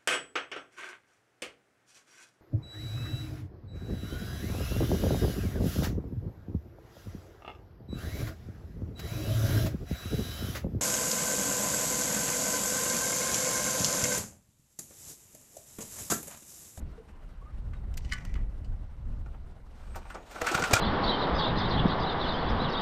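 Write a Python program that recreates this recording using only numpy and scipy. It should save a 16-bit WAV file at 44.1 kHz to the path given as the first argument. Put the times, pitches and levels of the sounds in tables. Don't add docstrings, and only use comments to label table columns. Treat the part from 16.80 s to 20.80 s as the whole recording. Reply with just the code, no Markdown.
import sys
import numpy as np
from scipy import signal
from scipy.io import wavfile

SR = 44100
rng = np.random.default_rng(int(sys.argv[2]) if len(sys.argv) > 2 else 0)


def int16_out(signal):
    q = np.round(np.clip(np.atleast_2d(signal).T, -1, 1) * 32767)
    wavfile.write(sys.argv[1], SR, q.astype(np.int16))


N = 176400

# frequency in Hz, relative strength in dB per Hz.
HUSH_TONE = [(150, -5), (553, -17.5), (586, -1), (671, -16), (953, -17), (1410, -20.5), (2120, -27.5),
             (7000, -41.5), (8500, -39), (10500, -43), (13500, -50), (15700, -65)]
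# time in seconds, level in dB.
HUSH_LEVEL = [(0.0, -59), (1.59, -60.5), (2.87, -60.5), (3.5, -59.5)]
# time in seconds, level in dB.
GUST_LEVEL = [(.03, -27), (.09, -35.5), (.21, -50.5), (.38, -43.5), (.64, -41.5), (.86, -31), (1.04, -33),
              (1.28, -29.5), (1.35, -34.5), (1.59, -27), (1.71, -34), (1.89, -31), (2.03, -34), (2.11, -39),
              (2.29, -30.5), (2.68, -39), (2.81, -46), (3.14, -35), (3.35, -47), (3.52, -54), (3.9, -46)]
# frequency in Hz, relative strength in dB per Hz.
WIND_TONE = [(13, -12), (24, 1), (58, -2), (158, -21), (296, -40), (500, -38.5), (650, -41.5), (1100, -120)]
# start, peak and end in seconds, level in dB.
RUSTLE = (-1, -2, 0.3, -66)
# start and length in seconds, start and end pitch in Hz, level in dB.
NOTES = [(.177, 0.06, 453, 445, -48.5), (0.614, 0.035, 1100, 1160, -58), (0.649, 0.079, 1183, 1282, -53.5),
         (0.931, 0.038, 3720, 3850, -64), (0.967, 0.021, 3770, 3780, -70)]
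# time in seconds, level near 2 kHz in dB, treble level in dB.
CABLE = [(1.19, -73, -72.5), (1.366, -49.5, -67), (1.49, -57.5, -73), (1.53, -65, -82), (1.57, -59, -82),
         (1.62, -63.5, -95), (1.7, -79, -101)]
# time in seconds, ring level in dB, crack level in dB in each of four bands,
# rise in seconds (the swell lasts twice this), crack decay by 60 dB in seconds, favoured pitch in Hz.
CLICKS = [(0.9339, -34, -48, -51, -63.5, -75, 0.0009, 0.075, 1560),
          (1.1397, -60, -69, -48, -48, -55, 0.0014, 0.021, 1780),
          (1.1715, -55, -77, -56, -41, -42, 0.00098, 0.05, 2160),
          (1.1758, -60, -74, -35, -41.5, -41, 0.00055, 0.024, 2200),
          (1.2463, -36, -66, -52.5, -54, -74, 0.0018, 0.078, 2830),
          (1.2965, -43, -60, -48.5, -63, -61, 0.0012, 0.044, 3180),
          (1.314, -19, -58, -53, -51, -65, 0.002, 0.047, 1800),
          (1.322, -10.5, -57, -27, -28, -54, 0.0008, 0.014, 2020),
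          (1.3324, -23, -38.5, -31.5, -32, -44, 0.00065, 0.032, 3020),
          (1.4077, -40, -53, -59, -66, -76, 0.00128, 0.04, 1970),
          (1.4501, -39, -46, -45.5, -45.5, -52, 0.00072, 0.03, 2980),
          (1.5401, -40, -62, -41, -45.5, -56, 0.00091, 0.012, 3010),
          (1.5529, -31, -48, -51, -62, -72, 0.0027, 0.13, 1960),
          (1.844, -43, -76, -61, -61, -77, 0.0021, 0.082, 3100)]
# frequency in Hz, relative level in dB, decay by 60 dB in seconds.
LEVER_MODES = [(1171, -3.5, 0.16), (1344, -22, 0.089), (1490, -11.5, 0.22), (1730, -7, 0.084),
               (1930, -3.5, 0.053), (2030, -6, 0.056), (2170, -7, 0.064), (4270, 2, 0.043),
               (3000, -0.5, 0.053), (4800, 4, 0.049), (5800, -6, .06)]
LEVER_BANDS = [(900, 1600), (1600, 3300), (3300, 9000), (9000, 15800)]
# time in seconds, pitch in Hz, level in dB.
SQUEAKS = [
    [(2.92, 8300, -90), (3.09, 8200, -75), (3.16, 8400, -65), (3.21, 8300, -80), (3.31, 8450, -70),
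     (3.35, 8600, -71), (3.4, 8400, -88), (3.51, 8300, -71), (3.6, 8400, -66)],
    [(3.345, 6800, -70), (3.4, 6720, -76), (3.46, 6820, -76), (3.52, 7100, -69), (3.55, 6800, -73)],
]
SQUEAK_WIDTHS_HZ = (260, 70)
# time in seconds, pitch in Hz, level in dB.
WHIRR = [(3.55, 1420, -41.5), (3.6, 1380, -50), (3.655, 1300, -40), (3.685, 1450, -33.5),
         (3.725, 1300, -40), (3.75, 1370, -25.5), (3.772, 1320, -42), (3.795, 1330, -26),
         (3.812, 1400, -39), (3.84, 1500, -30), (3.89, 1330, -37), (3.967, 1420, -23), (4.0, 1450, -45)]
# time in seconds, rattle level in dB, hiss level in dB.
PULL = [(2.85, -67.5, -86), (2.97, -67, -69), (3.12, -52, -65), (3.27, -48.5, -64), (3.42, -70, -65.5),
        (3.5, -63, -58.5), (3.56, -37, -53), (3.6, -41.5, -52), (3.65, -34, -43), (3.736, -34, -39.5),
        (3.794, -24, -40.5), (3.88, -46, -38.5), (4.0, -36, -36)]
# frequency in Hz, relative strength in dB per Hz.
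HISS_TONE = [(120, -39), (200, -15), (365, -9.5), (632, -1), (997, -4.5), (1310, -4.5), (2190, -18),
             (2530, -12.5), (6310, -20), (15700, -34)]
KNOCKS = [(2.458, -44, -47, -59, -67, -87, 0.002, 0.076, 1490),
          (2.541, -41.5, -59, -53.5, -78, -82, 0.0047, 0.045, 840),
          (2.762, -44, -71, -70, -77, -80, 0.0031, 0.035, 611),
          (3.146, -41, -58, -45, -64, -71, 0.0021, 0.053, 1490),
          (3.156, -26.5, -37.5, -46, -45, -46, 0.00384, 0.1, 890),
          (3.251, -36, -53, -54, -64, -77, 0.0042, 0.056, 890),
          (3.299, -32, -44.5, -41, -51, -58, 0.0041, 0.088, 1490),
          (3.344, -42, -34.5, -48, -47, -74, 0.0035, 0.06, 1360),
          (3.351, -30, -40.5, -51, -72, -73, 0.0031, 0.26, 1140),
          (3.509, -55, -47, -48, -50.5, -57, 0.0034, 0.24, 641),
          (3.555, -33, -38, -48, -58, -64, 0.0063, 0.19, 1490),
          (3.614, -13.5, -27.5, -25, -32, -39, 0.0044, 0.024, 537),
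          (3.665, -16.5, -51, -23, -29.5, -42, 0.0046, 0.06, 1230),
          (3.684, -19, -36, -27, -39, -49, 0.004, 0.14, 1440),
          (3.714, -26, -24.5, -47, -32, -43, 0.0042, 0.057, 1280),
          (3.741, -15.5, -40, -39, -37.5, -40, 0.005, 0.042, 1360),
          (3.748, -34, -48, -26.5, -26, -43, 0.0022, 0.042, 1390),
          (3.782, -29, -27, -32, -53, -55, 0.004, 0.064, 1290),
          (3.793, -23, -35, -48, -35, -45, 0.0045, 0.054, 1300),
          (3.821, -17.5, -57, -26.5, -26.5, -55, 0.0026, 0.025, 1430),
          (3.837, -22, -47, -24.5, -30, -60, 0.0025, 0.074, 1440),
          (3.909, -37, -21, -29, -33, -58, 0.0018, 0.087, 410),
          (3.933, -6.5, -18.5, -16, -12, -21, 0.004, 0.033, 2450),
          (3.951, -23, -40, -39, -27, -38, 0.005, 0.031, 1320),
          (3.963, -15, -45, -29, -29.5, -62, 0.0033, 0.1, 1420)]
# frequency in Hz, relative level in dB,
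# decay by 60 dB in seconds (shortened for the pawl rattle).
HOUSING_MODES = [(488, -0.5, 0.12), (580, -20, 0.067), (618, 2.5, 0.05), (770, 0.5, 0.11), (910, -1, 0.076),
                 (1142, 1, 0.079), (1320, -2, 0.12), (1420, 4.5, 0.061), (1490, 1, 0.087),
                 (1760, -8, 0.076), (1940, -12, 0.04), (2390, 5, 0.03)]
HOUSING_BANDS = [(250, 1000), (1000, 2800), (2800, 8800), (8800, 15800)]
CRACK_SPAN = (1.24, 1.17, 1.2, 0.7)
# time in seconds, level in dB.
CHUG = [(3.5, -68), (3.732, -36.5), (4.0, -33)]
# time in seconds, height in dB, pitch in Hz, decay by 60 dB in seconds.
THUMPS = [(3.624, -26, 61.9, 0.027), (3.751, -20, 152, 0.028), (3.802, -28.5, 119, 0.047),
          (3.933, -14, 103, 0.065)]
# delay in seconds, level in dB.
ECHOES = [(.012, -15.5), (.031, -16), (.058, -28)]

FLUTTER_GROWTH = 1
NOTE_WIDTH_HZ, WHIRR_WIDTH_HZ = 32, 61
LEVER_RING_DB, HOUSING_RING_DB, CRACK_DB = -15, -12.5, -5
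LEVER_DETUNE, HOUSING_DETUNE = 0.012, 0.014
OFF_PITCH_DB = 14
PAWL_PER_S, PAWL_SPREAD_DB = 760, 3.5
MIC_DIP_HZ, MIC_DIP_WIDTH_HZ, MIC_DIP_SHARE = 10580, 1660, 0.48
CUTOFF_HZ = 15900


def amp(db):
    return 10 ** (np.asarray(db) / 20)


def unit(x):
    return x / np.sqrt(np.mean(x ** 2) + 1e-20)


def curves(rows):
    times, *columns = np.transpose(rows)
    return [np.interp(np.arange(N) / SR, times, column) for column in columns]


def gate(rows, fade_s):
    t = np.arange(N) / SR
    opening = t - rows[0][0]
    closing = rows[-1][0] + fade_s - t
    return np.clip(np.minimum(opening, closing) / fade_s, 0, 1)


def band(x, low, high):
    return signal.sosfilt(signal.butter(2, [low, high], "band", fs=SR, output="sos"), x)


def drift(rate):
    step = 40
    r = np.exp(-2 * np.pi * rate * step / SR)
    white = rng.standard_normal(N // step + 2002)
    slow = signal.lfilter([1], [1, -2 * r, r * r], white)[2000:]
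    return np.interp(np.arange(N) / step, np.arange(len(slow)), unit(slow))


def coloured(tone, patchy_db, rate):
    hz, db = np.transpose(tone)
    edges = np.geomspace(hz[0], hz[-1], int(2 * np.log2(hz[-1] / hz[0])) + 2)
    white = rng.standard_normal((2, N))
    shared = drift(rate)
    out = np.zeros(N)
    for k, (low, high) in enumerate(zip(edges, edges[1:])):
        level_db = np.interp(np.log(low * high) / 2, np.log(hz), db)
        flicker_db = patchy_db * (0.91 * shared + drift(rate))
        out += amp(level_db + flicker_db) * band(white[k % 2], low, high)
    return unit(out)


def noise_line(rows, width):
    hz, db = curves(rows)
    turn = 2 * np.pi * np.cumsum(hz) / SR
    flicker_db = 2.5 * drift(30)
    wavering = drift(width) * np.cos(turn) + drift(width) * np.sin(turn)
    return gate(rows, 0.013) * amp(db + flicker_db) * wavering


def ring(x, hz, t60):
    r = amp(-60 / (t60 * SR))
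    w = 2 * np.pi * hz / SR
    return signal.lfilter([0, np.sin(w)], [1, -2 * r * np.cos(w), r * r], x)


def struck(events, bands, modes, ring_db, detune):
    size = SR // 5
    cracks, rings = np.zeros(N + size), np.zeros(N + size)
    noises = []
    for low, high in bands:
        white = rng.standard_normal(N + size)
        noises.append(unit(band(band(white, low, high), low, high)))
    t = np.arange(size) / SR
    mode_hz, mode_db, mode_t60 = np.transpose(modes)[:, :, None]
    for s, db, *levels, rise, t60, favoured_hz in events:
        swell_s = 2 * rise
        start = int((s - rise) * SR)
        span = slice(start, start + size)
        swell = np.minimum(t / swell_s, 1) ** 2
        fall_db = -60 * np.maximum(t - swell_s, 0) / t60
        for level, noise, share in zip(levels, noises, CRACK_SPAN):
            cracks[span] += swell * amp(level + CRACK_DB + fall_db / share) * noise[span]
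        mix, off, late = rng.standard_normal((3, len(modes), 1))
        since = np.maximum(t - swell_s * (1 + 0.22 * late), 0)
        off_pitch_db = OFF_PITCH_DB * abs(np.log2(mode_hz / favoured_hz))
        level_db = db + ring_db + mode_db + 1.03 * mix - off_pitch_db - 60 * since / mode_t60
        sines = np.sin(2 * np.pi * mode_hz * (1 + detune * off) * since)
        rings[span] += np.sum(amp(level_db) * sines, axis=0)
    return (cracks + band(rings, bands[0][0], bands[-1][1]))[:N]


def hush():
    return amp(curves(HUSH_LEVEL)[0] + 1) * coloured(HUSH_TONE, patchy_db=1.73, rate=17.5)


def wind():
    gust_db = curves(GUST_LEVEL)[0]
    buffet = amp(gust_db - 2.6) * coloured(WIND_TONE, patchy_db=0.96, rate=9.3)
    flutter_db = gust_db - 21.5 + FLUTTER_GROWTH * (gust_db + 28.5)
    flutter = amp(flutter_db) * unit(band(rng.standard_normal(N), 109, 232))
    return buffet + flutter


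def rustle():
    *times, db = RUSTLE
    swell = np.interp(np.arange(N) / SR, times, [0, 1, 0])
    return amp(db) * swell * unit(band(rng.standard_normal(N), 2850, 4500))


def notes():
    out = np.zeros(N)
    waver, breath = drift(NOTE_WIDTH_HZ), drift(NOTE_WIDTH_HZ)
    for s, length, start_hz, end_hz, db in NOTES:
        u = np.linspace(0, 1, int(length * SR))
        turn = 2 * np.pi * np.cumsum(start_hz + (end_hz - start_hz) * u) / SR
        span = slice(int(s * SR), int(s * SR) + len(u))
        tone = (1 + 0.5 * waver[span]) * np.sin(turn) + 0.5 * breath[span] * np.cos(turn)
        out[span] += amp(db) * np.sin(np.pi * u ** 0.45) * tone
    return out


def cable():
    low_db, high_db = curves(CABLE)
    grit = rng.standard_normal(N) * amp(3.5 * drift(50))
    sheath = ring(grit, 1980, 0.017) + 0.39 * ring(grit, 2285, 0.019)
    treble = unit(band(grit, 3400, 6800)) + 0.24 * unit(ring(grit, 5940, 0.02))
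    return gate(CABLE, 0.025) * (amp(low_db - 3) * unit(sheath) + amp(high_db + 3) * treble)


def lever_clicks():
    return struck(CLICKS, LEVER_BANDS, LEVER_MODES, LEVER_RING_DB, LEVER_DETUNE)


def squeaks():
    return sum(noise_line(rows, width) for rows, width in zip(SQUEAKS, SQUEAK_WIDTHS_HZ))


def whirr():
    return amp(-4.5) * noise_line(WHIRR, WHIRR_WIDTH_HZ)


def starter():
    rattle_db, hiss_db = curves(PULL)
    lumps = drift(30)
    sizes = amp(PAWL_SPREAD_DB * np.minimum(rng.exponential(1, N), 4))
    sizes = sizes * rng.choice([-1, 1], N)
    ticks = (rng.random(N) < PAWL_PER_S * amp(4 * lumps) / SR) * sizes
    group = rng.integers(0, 3, N)
    rattle = np.zeros(N)
    for k, (hz, db, t60) in enumerate(HOUSING_MODES):
        rattle += amp(db) * ring(ticks * (group == k % 3), hz, 0.37 * t60)
    hiss = coloured(HISS_TONE, patchy_db=0.5, rate=25) * amp(2 * lumps)
    hiss = hiss / np.std(band(hiss, 3000, 10000))
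    return gate(PULL, 0.1) * (amp(rattle_db - 10.5) * unit(rattle) + amp(hiss_db - 4.5) * hiss)


def housing_knocks():
    return struck(KNOCKS, HOUSING_BANDS, HOUSING_MODES, HOUSING_RING_DB, HOUSING_DETUNE)


def piston():
    rumble_db = curves(CHUG)[0] - 11.5 + 6.4 * drift(27)
    out = gate(CHUG, 0.1) * amp(rumble_db) * unit(band(rng.standard_normal(N), 61, 280))
    for s, db, hz, t60 in THUMPS:
        kick = np.zeros(N)
        kick[int(s * SR)] = amp(db)
        out += ring(kick, hz, t60)
    return out


def yard(x):
    dull, out = band(x, 230, 4100), x.copy()
    for s, db in ECHOES:
        lag = int(s * SR)
        out[lag:] += amp(db) * dull[:-lag]
    return out


def scene():
    background = hush() + wind() + rustle() + notes()
    mower = cable() + lever_clicks() + squeaks() + whirr() + starter() + housing_knocks()
    return (background + yard(mower) + piston())[None]


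def record(dry):
    peak = signal.lfilter(*signal.iirpeak(MIC_DIP_HZ, MIC_DIP_HZ / MIC_DIP_WIDTH_HZ, fs=SR), dry)
    top_cut = signal.cheby2(16, 70, CUTOFF_HZ, fs=SR, output="sos")
    return signal.sosfilt(top_cut, dry - MIC_DIP_SHARE * peak)


dry = scene()
out = record(dry)
int16_out(out)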